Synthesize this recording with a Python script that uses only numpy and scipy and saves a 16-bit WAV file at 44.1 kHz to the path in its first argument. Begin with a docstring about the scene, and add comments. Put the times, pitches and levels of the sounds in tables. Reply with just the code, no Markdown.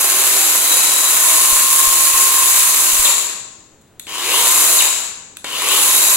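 """A cordless chainsaw runs free over a table in a tiled room, twice braked and triggered again.
Link impacts force the housing, sprocket cover and bar into vibration; the motor whines at multiples
of its rotation rate and groans under torque as it speeds up. Hands thump softly, the brake squeals,
the trigger clicks and the slack chain snaps tight. The room reverberates after each stop, and each
of two microphone ports adds its own treble resonances."""
import sys
import numpy as np
from scipy import signal
from scipy.fft import rfft, irfft, next_fast_len
from scipy.io import wavfile
from scipy.ndimage import map_coordinates

SR = 44100
rng = np.random.default_rng(int(sys.argv[2]) if len(sys.argv) > 2 else 0)


def waveform_to_disk(signal):
    """Save audio, clipped to [-1, 1], as 16-bit WAV at the path in sys.argv[1]."""
    frames = np.transpose(np.atleast_2d(signal))
    scaled = np.clip(frames, -1, 1) * 32767
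    samples = np.round(scaled).astype(np.int16)
    wavfile.write(sys.argv[1], SR, samples)


N = 271684
PATTERN_HZ = 71.28  # repeat rate of the chain's link pattern at full speed


def amp(db):
    """Amplitude ratio of a level in decibels."""
    return 10 ** (np.asarray(db) / 20)


def unit(x):
    """Normalisation to rms 1."""
    return x / np.sqrt(np.mean(x ** 2) + 1e-20)


def along(points, hz):
    """Interpolation of (frequency [Hz], value) points on a logarithmic axis."""
    f, v = np.transpose(points)
    return np.interp(np.log(hz + 1), np.log(f), v)


def curves(rows):
    """Linear interpolation in time: one value per sample for each further column."""
    times, *columns = np.transpose(rows)
    return [np.interp(np.arange(N) / SR, times, column) for column in columns]


def wobble(rate):
    """Random modulation: a spline through rate Gaussian knots a second."""
    coarse = np.arange(0, N + 16, 16)
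    knots = rng.standard_normal(int(N * rate / SR) + 4)
    return np.interp(np.arange(N), coarse, map_coordinates(knots, [coarse * rate / SR]))


def bell(x, centre, width):
    """A Gaussian curve of height 1; width is its standard deviation."""
    return np.exp(-.5 * ((x - centre) / width) ** 2)


def filtered(x, response):
    """Linear filtering: the spectrum times a complex frequency response."""
    size = next_fast_len(N + SR // 4)
    return irfft(rfft(x, size) * response(np.fft.rfftfreq(size, 1 / SR)), size)[..., :N]


def coloured(x, spectrum):
    """Zero-phase filtering by (frequency [Hz], gain [dB]) points."""
    return filtered(x, lambda hz: amp(along(spectrum, hz)))


def tone(turns, order, blur):
    """Phase modulation: a partial of rms 1 locked to the rotation, shaken by about blur radians."""
    return np.sqrt(2) * np.sin(2 * np.pi * (order * turns + rng.random()) + blur * wobble(90))


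# pulls of the trigger: (start [s], release [s], stopping time [s], brake jolt [0-1])
MOTOR_RUNS = [(-1, 3.02, .41, .28), (4.068, 4.772, .38, .13), (5.441, 7, .38, .13)]


def drive():
    """Governed exponential run-up, then braking: gives speed (share of full), torque and chain slack."""
    kick, kick_s, growth_s, governor_sharpness = .132, .018, .186, 5
    free_torque, start_torque, jolt_s = .1, .84, .04
    t = np.arange(N) / SR
    speed, torque, slack = np.zeros((3, N))
    for start, release, stop_s, jolt in MOTOR_RUNS:
        age, braked_s = np.maximum(t - start, 0), np.maximum(t - release, 0)
        ramp = kick * np.exp(age / growth_s)
        governed = (1 + ramp ** -governor_sharpness) ** (-1 / governor_sharpness)
        on = np.minimum(age / kick_s, 1)
        speed += on * governed * np.maximum(1 - (braked_s / stop_s) ** 1.15, 0)
        pull = on * (free_torque + start_torque * (1 - governed ** 2.4))
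        bite = braked_s / jolt_s  # the brake bites hardest at 1
        torque += (pull + jolt * np.e * bite) * np.exp(-bite)
        slack += (1 - np.exp(-bite)) * (braked_s < stop_s)
    return speed, torque, slack


def link_impacts(turns, scatter, spread_db, scrape):
    """Impact and friction excitation: nine teeth strike unevenly per pattern while the links scrape."""
    teeth, decay_s = np.arange(1, int(turns[-1] * 9)), .0011
    lateness, hardness = rng.standard_normal((len(teeth), 2)).T
    strike_samples = np.interp((teeth + scatter * lateness) / 9, turns, np.arange(N))
    blows = np.bincount(strike_samples.astype(int), amp(spread_db * np.tanh(hardness)), N)
    envelope = signal.lfilter([1], [1, -np.exp(-1 / (decay_s * SR))], blows)
    chatter = unit(envelope * rng.standard_normal(N))
    return unit(chatter + scrape * rng.standard_normal(N))


# responses of housing, bar and links: (frequency [Hz], relative gain [dB])
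HOUSING_RESPONSE = [(100, -37), (190, -19.5), (250, -7), (340, 0), (480, -1), (650, 1.3), (850, 2),
                    (1400, -11), (2200, -32.5), (5000, -55)]
BAR_RESPONSE = [(700, -42), (1300, 0.5), (1800, 0), (2700, 0.4), (3400, -2.2), (4300, -0.3), (5300, -1.6),
                (7000, -10), (12000, -37)]
LINK_RESPONSE = [(3000, -42), (5200, -14.5), (6400, -.5), (7500, -3), (8300, -6), (9100, .7), (10000, 2),
                 (12000, 0.5), (13200, 2.5), (14300, 4), (15700, .5)]
# sprocket cover modes, applied twice: (frequency [Hz], bandwidth [Hz], relative gain [dB])
COVER_MODES = [(995, 215, 3.5), (1081, 100, -2), (1175, 220, -5)]


def chain_rattle(speed, turns, torque, slack, roll):
    """Forced vibration: link impacts shake each part, brighter with speed and harder with torque."""
    hits = link_impacts(turns, scatter=.24, spread_db=5, scrape=.56)

    def modes(hz):
        return sum(amp(db) * 1j * hz * width / (centre ** 2 - hz ** 2 + 1j * hz * width)
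                   for centre, width, db in COVER_MODES)

    housing = unit(coloured(hits, HOUSING_RESPONSE)) * speed ** .9
    housing *= amp(-36.2 - 4 * roll ** 3 + 14 * torque)  # hidden only with the saw right on its side
    cover = unit(filtered(hits, lambda hz: modes(hz) ** 2)) * speed ** 1.15
    cover *= amp(-45.2 + 8.4 * roll + 22.5 * torque)
    bar = unit(coloured(hits, BAR_RESPONSE)) * speed ** .85 * amp(-29.1 + 12 * torque)
    # under the brake the slack chain sizzles less and slaps the bar, which rings
    links = unit(coloured(hits, LINK_RESPONSE)) * speed ** 1.75
    links *= amp(-23.6 + 1.7 * roll + 12.2 * torque - 2 * slack)
    slap = unit(filtered(hits, lambda hz: bell(hz, 7250, 600))) * speed ** 1.7
    slap *= amp(-35.5 + 12 * torque) * slack
    flap = amp(.53 * wobble(22.1) + .81 * wobble(110))  # the loose chain flaps on the bar
    return (housing + cover + bar + links + slap) * flap


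# chain and sprocket tones: (order [multiple of the pattern rate], relative level [dB])
MESH_ORDERS = [(5, -52), (9, -46), (14, -49.8), (15, -41.3), (16, -55), (18, -51), (27, -47.5),
               (31.5, -47.5), (36, -43.5), (40.5, -48), (72, -50), (126, -42)]


def sprocket_mesh(speed, turns, torque, roll):
    """Resonant amplification: meshing tones swell as they sweep through cover and housing modes."""
    out = np.zeros(N)
    for order, db in MESH_ORDERS:
        hz = order * PATTERN_HZ * speed
        cover_db = (5 + 8 * roll) * bell(hz, 1070, 150)
        housing_db = 25 * torque * bell(hz, 450, 120)
        out += amp(db + cover_db + housing_db + 1.4 * wobble(7)) * tone(turns, order, blur=.16)
    return amp(-1.5) * out * speed ** 2


# the motor's two tones: (time [s], relative whine level [dB], relative whistle level [dB])
WHINE_LEVELS = [(.55, -35, -30), (.8, -22.5, -35), (1.15, -44, -39), (2.5, -45, -31), (3.4, -42, -38),
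                (4.7, -32, -35), (6.05, -30.5, -26.5)]


def motor_whine(speed, turns, order=54.8):
    """Rotational harmonics: a whine and, at three times its frequency, a whistle."""
    whine_db, whistle_db = curves(WHINE_LEVELS)
    whine = amp(whine_db - 5 + 2 * wobble(14)) * tone(turns, order, blur=.45)
    whistle = amp(whistle_db - 4) * tone(turns, 3 * order, blur=.7)
    return (whine + whistle) * speed ** 3


# motor tones under torque: (order [multiple of the pattern rate], relative level [dB])
GROAN_ORDERS = [(45, -32), (60, -27), (72, -21.5), (83, -25.5), (93, -27.5), (105, -28.5), (164.35, -28.5),
                (200, -31)]


def motor_groan(speed, turns, torque):
    """Swept resonance: under torque, rough orders swell as they cross the casing's mode."""
    groan = np.zeros(N)
    for order, db in GROAN_ORDERS:
        casing = bell(order * PATTERN_HZ * speed, 3300, 850)
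        groan += amp(db + 2 * wobble(55)) * casing * tone(turns, order, blur=.7)
    # the first slow turns jolt the casing, which buzzes at its own pitch
    buzz = unit(filtered(rng.standard_normal(N), lambda hz: bell(hz, 3010, 190)))
    buzz *= amp(-35.5) * bell(speed, .27, .24) * (speed > 0)
    return (groan * np.sqrt(speed) + buzz) * torque


# the room's background: (frequency [Hz], relative spectral level [dB])
AIR_SPECTRUM = [(20, -4), (40, -8), (90, -1), (160, -3), (300, -4.5), (700, -11), (1500, -18), (5000, -31),
                (15000, -42)]


def room_air():
    """Partial coherence: a faint rumble, mostly common to both microphones."""
    noise = rng.standard_normal(N) + .55 * rng.standard_normal((2, N))
    return amp(-52) * unit(coloured(noise, AIR_SPECTRUM))


# handling thumps: (time [s], relative level [dB])
THUMPS = [(1.524, -25), (1.874, -26), (2.139, -30), (2.579, -37), (2.689, -42), (2.929, -30), (2.994, -23)]


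def handling():
    """Pressure pulses: soft low pushes reach the microphones, mostly the right one."""
    t, out = np.arange(N) / SR, np.zeros(N)
    for start, db in THUMPS:
        age = np.maximum(t - start, 0) / .0073  # in time constants
        out += amp(db + 11.5) * age * (1 - age / 2) * np.exp(-age)
    return out * amp([[-12], [3]])


# brake squeals: (time [s], duration [s], relative level [dB])
SQUEALS = [(3.04, .072, -23), (4.781, .064, -21)]


def brake_squeal():
    """Exponential glide: on release the brake gives three ragged, inharmonic partials that fall."""
    start_hz, end_hz = 4900, 1450  # the glide of which the partials are multiples
    out = np.zeros(N)
    for start, duration, db in SQUEALS:
        progress = np.clip((np.arange(N) / SR - start) / duration, 0, 1)
        glide_hz = start_hz * (end_hz / start_hz) ** progress
        turns = np.cumsum(glide_hz) / SR + .08 * wobble(600)
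        partials = tone(turns, .98, blur=.45)
        partials += .25 * (tone(turns, 1.3, blur=.36) + tone(turns, 1.4, blur=.32))
        envelope = np.sin(np.pi * progress ** .58) ** 2
        out += amp(db + 2.8 * wobble(150)) * envelope * partials
    return out


def snaps(rows, spectrum, t60, rise_s=.0006):
    """Transient excitation: noise bursts, falling 60 dB in t60 seconds, coloured by a body."""
    t, envelope = np.arange(N) / SR, np.zeros(N)
    for start, db in rows:
        age = np.maximum(t - start, 0)
        envelope += amp(db - 60 * age / t60) * (1 - np.exp(-age / rise_s))
    return coloured(envelope * rng.standard_normal(N), spectrum)


# clicks of trigger and safety catch: (time [s], relative level [dB])
CLICKS = [(3.813, -45), (3.821, -47), (3.876, -50), (3.996, -15), (5.369, -16.5)]
# response of the plastic trigger: (frequency [Hz], gain [dB])
PLASTIC_RESPONSE = [(300, -30), (900, -15), (1400, -1), (1900, -5), (2900, -2), (4100, -1), (5000, -12),
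                    (6800, -5), (9000, -7), (15000, -9)]


def trigger_clicks():
    """Heavy damping: the plastic trigger and safety catch click and die away at once."""
    return snaps(CLICKS, PLASTIC_RESPONSE, t60=.017)


# jerks of the chain at each restart: (time [s], relative level [dB])
CHAIN_JERKS = [(4.068, -16.5), (5.443, -6.5)]


def chain_take_up():
    """Impulsive loading: the slack chain snaps tight."""
    return snaps(CHAIN_JERKS, [(150, -18), (400, -5), (3000, -7), (5000, -14), (15000, -30)], t60=.048)


# decay of the tiled room: (frequency [Hz], reverberation time [s])
ROOM_T60 = [(100, 0.75), (400, 1), (1000, 0.92), (3000, 0.78), (7000, 0.87), (10000, 0.48), (15000, 0.17)]


def room_response():
    """Diffuse field: a decaying impulse response of energy near 1, alike at both ports only in the bass."""
    hz, t, bands = signal.stft(rng.standard_normal((2, SR)), SR, nperseg=256)
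    bands = bands + .23 * bell(hz, 0, 900)[:, None] * bands[::-1]
    bands *= amp(-60 * t / along(ROOM_T60, hz)[:, None])
    bands /= np.sqrt(np.sum(np.abs(bands) ** 2, axis=2, keepdims=True))
    response = signal.istft(bands, SR, nperseg=256)[1]
    delay = SR // 300
    return np.pad(response / np.linalg.norm(response[0]), ((0, 0), (delay, 0)))


# strength of the reflections: (frequency [Hz], gain [dB])
REVERB_GAIN = [(100, -0.5), (600, -2), (1500, 0.5), (4000, 1), (6000, 1), (7500, 3.5), (9000, 1.5),
               (15000, -3.5)]
# direct sound at the ports: (frequency [Hz], lead of left over right [rad])
PORT_LEAD = [(100, 0), (1000, 0), (1700, -.3), (2600, -.8), (3800, -2.7), (5000, -2), (7000, -1.3),
             (8100, 0), (15000, 0)]


def room(source, sent):
    """Superposition: direct sound plus reflections of sent, which keep changing as the saw is moved."""
    hop = SR // 4  # each block meets a fresh random response
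    padded, wet = np.pad(sent, (hop, 2 * hop)), np.zeros((2, N + 2 * SR))
    fade = np.sqrt(np.hanning(2 * hop))
    for start in range(0, N + hop, hop):
        block = padded[start:start + 2 * hop] * fade
        reflections = signal.fftconvolve(block[None], room_response(), axes=1)
        wet[:, start:start + reflections.shape[1]] += reflections
    direct = filtered(source, lambda hz: np.exp(.5j * along(PORT_LEAD, hz) * np.array([[1], [-1]])))
    return direct + coloured(wet[:, hop:hop + N], REVERB_GAIN)


# the hands roll the saw over: (time [s], roll [0 upright, 1 sprocket cover facing the microphones])
SAW_ROLL = [(.15, 0), (.85, .27), (1.12, .88), (1.7, .98), (3, .94), (4, .65)]


def scene():
    """Common excitation: one drive moves chain and motor; brake, trigger, hands and room add to them."""
    speed, torque, slack = drive()
    roll, = curves(SAW_ROLL)
    turns = np.cumsum(PATTERN_HZ * speed * (1 + .0009 * wobble(5))) / SR
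    saw = chain_take_up() + chain_rattle(speed, turns, torque, slack, roll)
    saw += sprocket_mesh(speed, turns, torque, roll)
    saw += motor_whine(speed, turns) + motor_groan(speed, turns, torque) + brake_squeal()
    trigger = trigger_clicks()
    return room_air() + room(saw + trigger, sent=saw + amp(-3) * trigger) + handling()


# microphone port resonances: (frequency [Hz], Gaussian width [Hz], gain [dB])
LEFT_MODES = [(2676, 396, 4), (3890, 535, 8), (7530, 1054, 13.5)]
RIGHT_MODES = [(7700, 210, 6.5), (8450, 260, 5), (10850, 1240, 12.1)]


def record(dry):
    """Port resonance lifts each channel's treble; saturation rounds the peaks before a band limit."""
    ceiling, top_hz = .95, 15780

    def port(modes, hz):
        return amp(sum(db * bell(hz, centre, width) for centre, width, db in modes))

    heard = filtered(dry, lambda hz: np.array([port(LEFT_MODES, hz), port(RIGHT_MODES, hz)]))
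    rounded = heard / (1 + np.abs(heard / ceiling) ** 6) ** (1 / 6)
    return filtered(rounded, lambda hz: hz < top_hz)


dry = scene()
out = record(dry)
waveform_to_disk(out)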